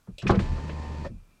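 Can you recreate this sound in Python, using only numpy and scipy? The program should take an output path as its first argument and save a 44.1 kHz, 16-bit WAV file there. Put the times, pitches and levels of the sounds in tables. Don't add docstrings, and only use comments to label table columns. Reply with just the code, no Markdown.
import sys
import numpy as np
from scipy import signal
from scipy.fft import rfft, irfft
from scipy.io import wavfile
from scipy.ndimage import uniform_filter1d

SR = 44100
rng = np.random.default_rng(int(sys.argv[2]) if len(sys.argv) > 2 else 0)


def wav_out(sig):
    wavfile.write(sys.argv[1], SR, np.round(np.clip(np.atleast_2d(sig).T, -1, 1) * 32767).astype(np.int16))


def magnitude_from_level(level_db):
    exponent = np.asarray(level_db, float) / 20
    return 10 ** exponent


N = 61739
T = np.arange(N) / SR


def level(x, db):
    return x * magnitude_from_level(db) / np.sqrt(np.mean(x ** 2))


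def curve(rows):
    return magnitude_from_level(np.interp(T, *np.array(rows).T))


def colour(x, rows):
    hz, db = np.array(rows).T
    bins_hz = np.arange(N // 2 + 1) * SR / N
    gain = magnitude_from_level(np.interp(np.log(bins_hz + 1), np.log(hz), db))
    return irfft(rfft(x) * gain, N)


def band(hz, spread, x=None):
    sos = signal.butter(2, [hz / spread, hz * spread], "band", fs=SR, output="sos")
    x = rng.standard_normal(N) if x is None else x
    return signal.sosfilt(sos, x) / np.sqrt(2 * hz * (spread - 1 / spread) / SR)


def lowpass(x, order, hz):
    return signal.sosfilt(signal.butter(order, hz, fs=SR, output="sos"), x)


def ring(x, modes):
    out = 0
    for k, (hz, db, t60) in enumerate(modes):
        pole = np.exp(2j * np.pi * hz / SR - np.log(1000) / (t60 * SR))
        out = out + (-1) ** k * magnitude_from_level(db) * signal.lfilter([1], [1, -pole], x).imag
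    return out


def walk(rate_hz):
    k = int(SR / rate_hz)
    drift = uniform_filter1d(uniform_filter1d(rng.standard_normal(N), k), k)
    return drift / drift.std()


def burst(start_s, fall_ms, rise_ms=1):
    since_ms = np.maximum(T - start_s, 0) * 1000
    fall = np.exp(-np.maximum(since_ms - rise_ms, 0) / fall_ms)
    return np.minimum(since_ms / rise_ms, 1) * fall


# freq_hz, level_db (per Hz)
STREET_SPECTRUM = [(20, 0), (70, -12.5), (200, -19), (600, -30), (1350, -23.5), (2200, -49.5), (4000, -48)]
# time_s, level_db
STREET_SWELL = [(0, 2.5), (.07, 1.5), (.17, -7.5), (1.2, -0.5), (1.3, 3), (1.4, 0.5)]
# time_s, level_db
FAR_WHINE = [(0, -99), (.16, -77), (1.12, -74.5), (1.2, -78), (1.3, -78.5), (1.33, -71), (1.4, -79.5)]


def street():
    whine_hz, noise_db = 2390, -65.5
    whine = band(whine_hz, 1.02) + .5 * band(whine_hz + 230, 1.03)
    noise = colour(rng.standard_normal(N), [*STREET_SPECTRUM, (9000, -87.5)])
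    return level(noise, noise_db) * curve(STREET_SWELL) + whine * curve(FAR_WHINE)


# start_s, level_db, rise_ms, fall_ms, centre_hz
FINGER = [
    (0.07, -60, 6, 18, 1060),
    (0.071, -56, 2.6, 25, 520),
    (0.184, -52.5, 1.02, 6.8, 7360),
    (0.184, -51.5, 1, 8.8, 10640),
]
# start_s, level_db, rise_ms, fall_ms, centre_hz
SCRAPES = [ (0.195, -59, 5.6, 11, 5570), (0.184, -46, 0.79, 17, 3230), (0.215, -49.5, 8.5, 42, 1400),
           (0.219, -49.5, 4.2, 8.3, 4850), (0.226, -47.5, 2.9, 28, 622), (0.266, -34.5, 3, 33, 2330),
           (0.266, -31, 6, 8.8, 1336), (0.274, -50.5, 1, 11, 7100), (0.276, -38, 4.6, 16, 4240),
           (0.296, -25, 1.7, 22, 1140), (0.301, -36.5, 5.6, 12, 3530), (0.302, -48, 10, 5.1, 6100),
           (0.339, -40, 14, 15.3, 1840), (0.345, -48, 14, 5.5, 3610), (.392, -35.5, .6, 11, 1800),
           (0.391, -35.5, .6, 7.4, 1030), (.391, -48, 1.7, 54, 3260), (0.392, -55, 2, 22, 7050),
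           (0.418, -50.5, 3.4, 9.3, 3700), (.579, -49, 1, 18, 1220), (0.693, -39.5, 1.1, 8, 1280),
           (0.695, -46, 1, 19, 2500), (1.045, -56, 2.1, 23, 4300), (1.05, -46.5, 7.2, 13.4, 1670)]


def scrapes():
    rasps = sum(magnitude_from_level(db) * band(hz, 1.327) * burst(s, fall, rise)
                for s, db, rise, fall, hz in [*FINGER, *SCRAPES])
    return lowpass(rasps, 2, 9000)


# freq_hz, level_db, t60_s
PLASTIC = [(560, -8, .03), (2490, -7, .02), (2660, 0, .022), (2850, -2, .018), (3060, -4, .015),
           (3360, -4, .018), (3940, -5, .018), (4775, -14, .012), (5400, -12, .012), (7700, -12, .01)]
# start_s, level_db
CLICKS = [
    (0.1813, -31.5),
    (0.198, -36),
]


def switch():
    tick_ms, rattle_ms = 0.42, 23.6
    hits = sum(magnitude_from_level(db) * rng.standard_normal(N) * (burst(s, tick_ms) + 0.43 * burst(s, rattle_ms))
               for s, db in CLICKS)
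    return magnitude_from_level(-21.5) * ring(hits, PLASTIC)


# freq_hz, level_db, t60_s
DOOR = [(31, -3, 0.47), (60.3, -4, 0.14), (79.5, -3.5, 0.31), (122, 3.5, 0.11), (166.4, 1, 0.19),
        (195.3, -2, .2), (249.7, -5, 0.14), (360.3, 2, 0.049), (452, 0, 0.066), (517, 5.5, 0.023),
        (690, -4, 0.039), (808, -6.5, 0.051), (1060, -0.5, 0.037), (1283, -0.5, 0.038)]
# start_s, level_db, contact_hz, chatter_ms
JOLTS = [(0.072, -49.5, 200, 8), (0.083, -38.5, 176, 18.6), (.11, -67, 106, 8.4), (0.124, -48, 44.8, 3.5),
         (.228, -29, 300, 9.4), (0.253, -20.5, 268, 12), (0.2937, -4, 800, 9.2), (0.31, -13, 480, 25),
         (0.342, -19, 500, 26), (0.361, -22.5, 306, 11), (0.394, -19.5, 495, 11.5), (0.471, -28, 34.6, 44),
         (0.522, -45, 141, 11), (0.578, -27, 690, 7), (.63, -32.5, 138, 24), (.694, -26, 300, 6.8),
         (1.047, -23.5, 613, 10.7), (1.096, -35, 184, 15), (1.109, -49.5, 448, 42),
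         (1.119, -33.5, 121.6, 3.7), (1.134, -39, 41.6, 6.9)]
# time_s, level_db
SHAKE = [(.222, -82), (.25, -46), (.31, -32.5), (.42, -33), (.54, -39), (.66, -43.5), (1.05, -45.5),
         (1.15, -41), (1.24, -71)]
# start_s, level_db, rise_ms, fall_ms, pitch_hz
SHUDDER = [(.078, -35, 16.2, 9.2, 188.5), (0.11, -38, 25, 8.9, 38), (.267, -26, 4.1, 5.7, 2493),
           (1.05, -34, 19.8, 9.8, 563), (1.048, -39.5, 9.3, 10.3, 667), (1.046, -44, 7, 12, 1816),
           (0.079, -38, 10, 31, 120), (.2945, -26.5, 1.5, 4.9, 960), (.295, -20, 2, 8, 790),
           (.296, -26.5, 0.96, 5.4, 1600), (1.13, -45.5, 17, 35, 108.3), (1.2, -55, 31, 18, 95.5),
           (1.101, -38, 27.6, 12, 220), (1.6, -33, 36, 12, 44.3),
           (.2285, -24.5, 12, 30, 124), (.238, -29, 8, 25, 195), (.2765, -26, 8, 12, 118),
          (.28, -22.5, 22, 30, 52), (.29, -25, 15, 20, 78), (.2917, -15, 6, 8, 215),
          (.295, -17.5, 17, 12, 115), (.2973, -13, 5, 14, 365), (.302, -18.5, 12, 30, 195),
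          (.352, -23, 18, 20, 75), (.3634, -18.5, 14, 25, 116), (.3735, -17.5, 7, 18, 190),
          (.385, -26, 30, 80, 33), (.485, -30, 25, 15, 128), (.49, -32, 20, 20, 78)]


def door():
    blow = 12.9
    push = 0
    for s, db, hz, chatter_ms in JOLTS:
        contact = rng.standard_normal(N) * burst(s, chatter_ms)
        contact[int(s * SR)] = -blow
        push = push + magnitude_from_level(db) * band(hz, 1.815, contact)
    rumble = lowpass(rng.standard_normal(N), 2, 90)
    shaking = level(ring(rumble, DOOR), 0) * curve(SHAKE)
    notes = 0
    for s, db, rise, fall, hz in SHUDDER:
        unsteady = magnitude_from_level(db + 2 * walk(200))
        notes = notes + unsteady * np.sin(2 * np.pi * hz * (T - s)) * burst(s, fall, rise)
    return magnitude_from_level(-51.5) * ring(push, DOOR) + shaking + notes


# freq_hz, level_db (per Hz)
SEAL = [(88, -1), (150, 6.5), (330, -5), (600, -9), (893, -15.5), (1550, -18.5), (1840, -18.5), (7480, -32),
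        (14000, -63.5)]
# time_s, level_db
DRAG = [(.205, -45), (.225, -20), (.262, -18), (.3, -2), (.385, -6), (.4, 5), (.5, 1.5), (.72, 0),
        (1.073, -1.5), (1.098, -28)]


def seals():
    grit_per_s, grit_db = 1500, 2.5
    drag_db, patchy_db = -41, .8
    hits = rng.random(N) < grit_per_s / SR
    grit = hits * rng.standard_normal(N) * magnitude_from_level(grit_db * rng.exponential(size=N))
    rub = colour(level(grit, -6.0) + rng.standard_normal(N), SEAL)
    return level(rub, 0) * curve(DRAG) * magnitude_from_level(drag_db + patchy_db * walk(90))


# multiple (of shaft rate), level_db
SHAFT = [(1, 3), (2, -5), (3, -12), (4, -18), (5, -19), (6, -22), (7, -24), (8, -24), (10, -26), (11, -26),
         (12, -12.5), (13, -17), (14, -17), (16, -24), (23, -28), (24, -19.5), (25, -29), (33, -29),
         (35, -33)]
# time_s, level_db
WHINE = [(.3, -2), (.42, 3), (.5, 2), (.6, -1.5), (.7, -2), (.84, 3), (.96, -1), (1.07, -1)]
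# centre_hz, spread (ratio), level_db
HOUSING = [(898, 1.12, -25.5), (1915, 1.05, -32.5), (2518, 1.06, -31.5), (4480, 1.1, -29.5)]


def motor():
    run_hz, wander, flutter_db = 75.2, .0025, 1.4
    start_s, spinup_s, stop_s, coast_s = .222, .072, 1.068, 0.0069
    on_s = np.maximum(T - start_s, 0)
    stopping = np.exp(-(np.maximum(T - stop_s, 0) / coast_s) ** 2)
    turn_hz = run_hz * (1 - np.exp(-on_s / spinup_s)) * (1 + wander * walk(25))
    phase = 2 * np.pi * np.cumsum(turn_hz) / SR
    whine = curve(WHINE)
    brushes = sum(magnitude_from_level(db) * band(hz, spread) for hz, spread, db in HOUSING)
    out = brushes * (1 + .5 * np.cos(phase)) * np.sqrt(whine)
    for order, db in SHAFT:
        order = round(order)
        commutator = order > 9
        offset = rng.uniform(0, 6.5) if commutator else 0
        flutter = flutter_db * min(order / 3, 1.5) * walk(5.7)
        line = magnitude_from_level(db + flutter) * np.cos(order * phase + offset)
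        out = out + line * (whine if commutator else 1)
    return magnitude_from_level(-36.5) * out * stopping * np.minimum(on_s / 0.038, 1)


def scene():
    return (street() + scrapes() + switch() + door() + seals() + motor())[None]


def low_pass(x):
    return signal.sosfilt(signal.butter(12, 15730, fs=SR, output="sos"), x)


def record(dry):
    hiss_db, hiss_top_hz = -72.5, 9000
    duck_db, duck_hz = -6, 11000
    hiss = level(lowpass(rng.standard_normal(N), 1, hiss_top_hz), hiss_db)
    loud = np.clip(uniform_filter1d(np.abs(dry[0]), size=2048) / magnitude_from_level(-42), 0, 1)
    top = signal.sosfiltfilt(signal.butter(4, duck_hz, "high", fs=SR, output="sos"), hiss)
    hiss = hiss - top * (1 - magnitude_from_level(duck_db * loud))
    mic = signal.sosfilt(signal.butter(2, 22, "high", fs=SR, output="sos"), dry + hiss)
    return low_pass(mic)


dry = scene()
out = record(dry)
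wav_out(out)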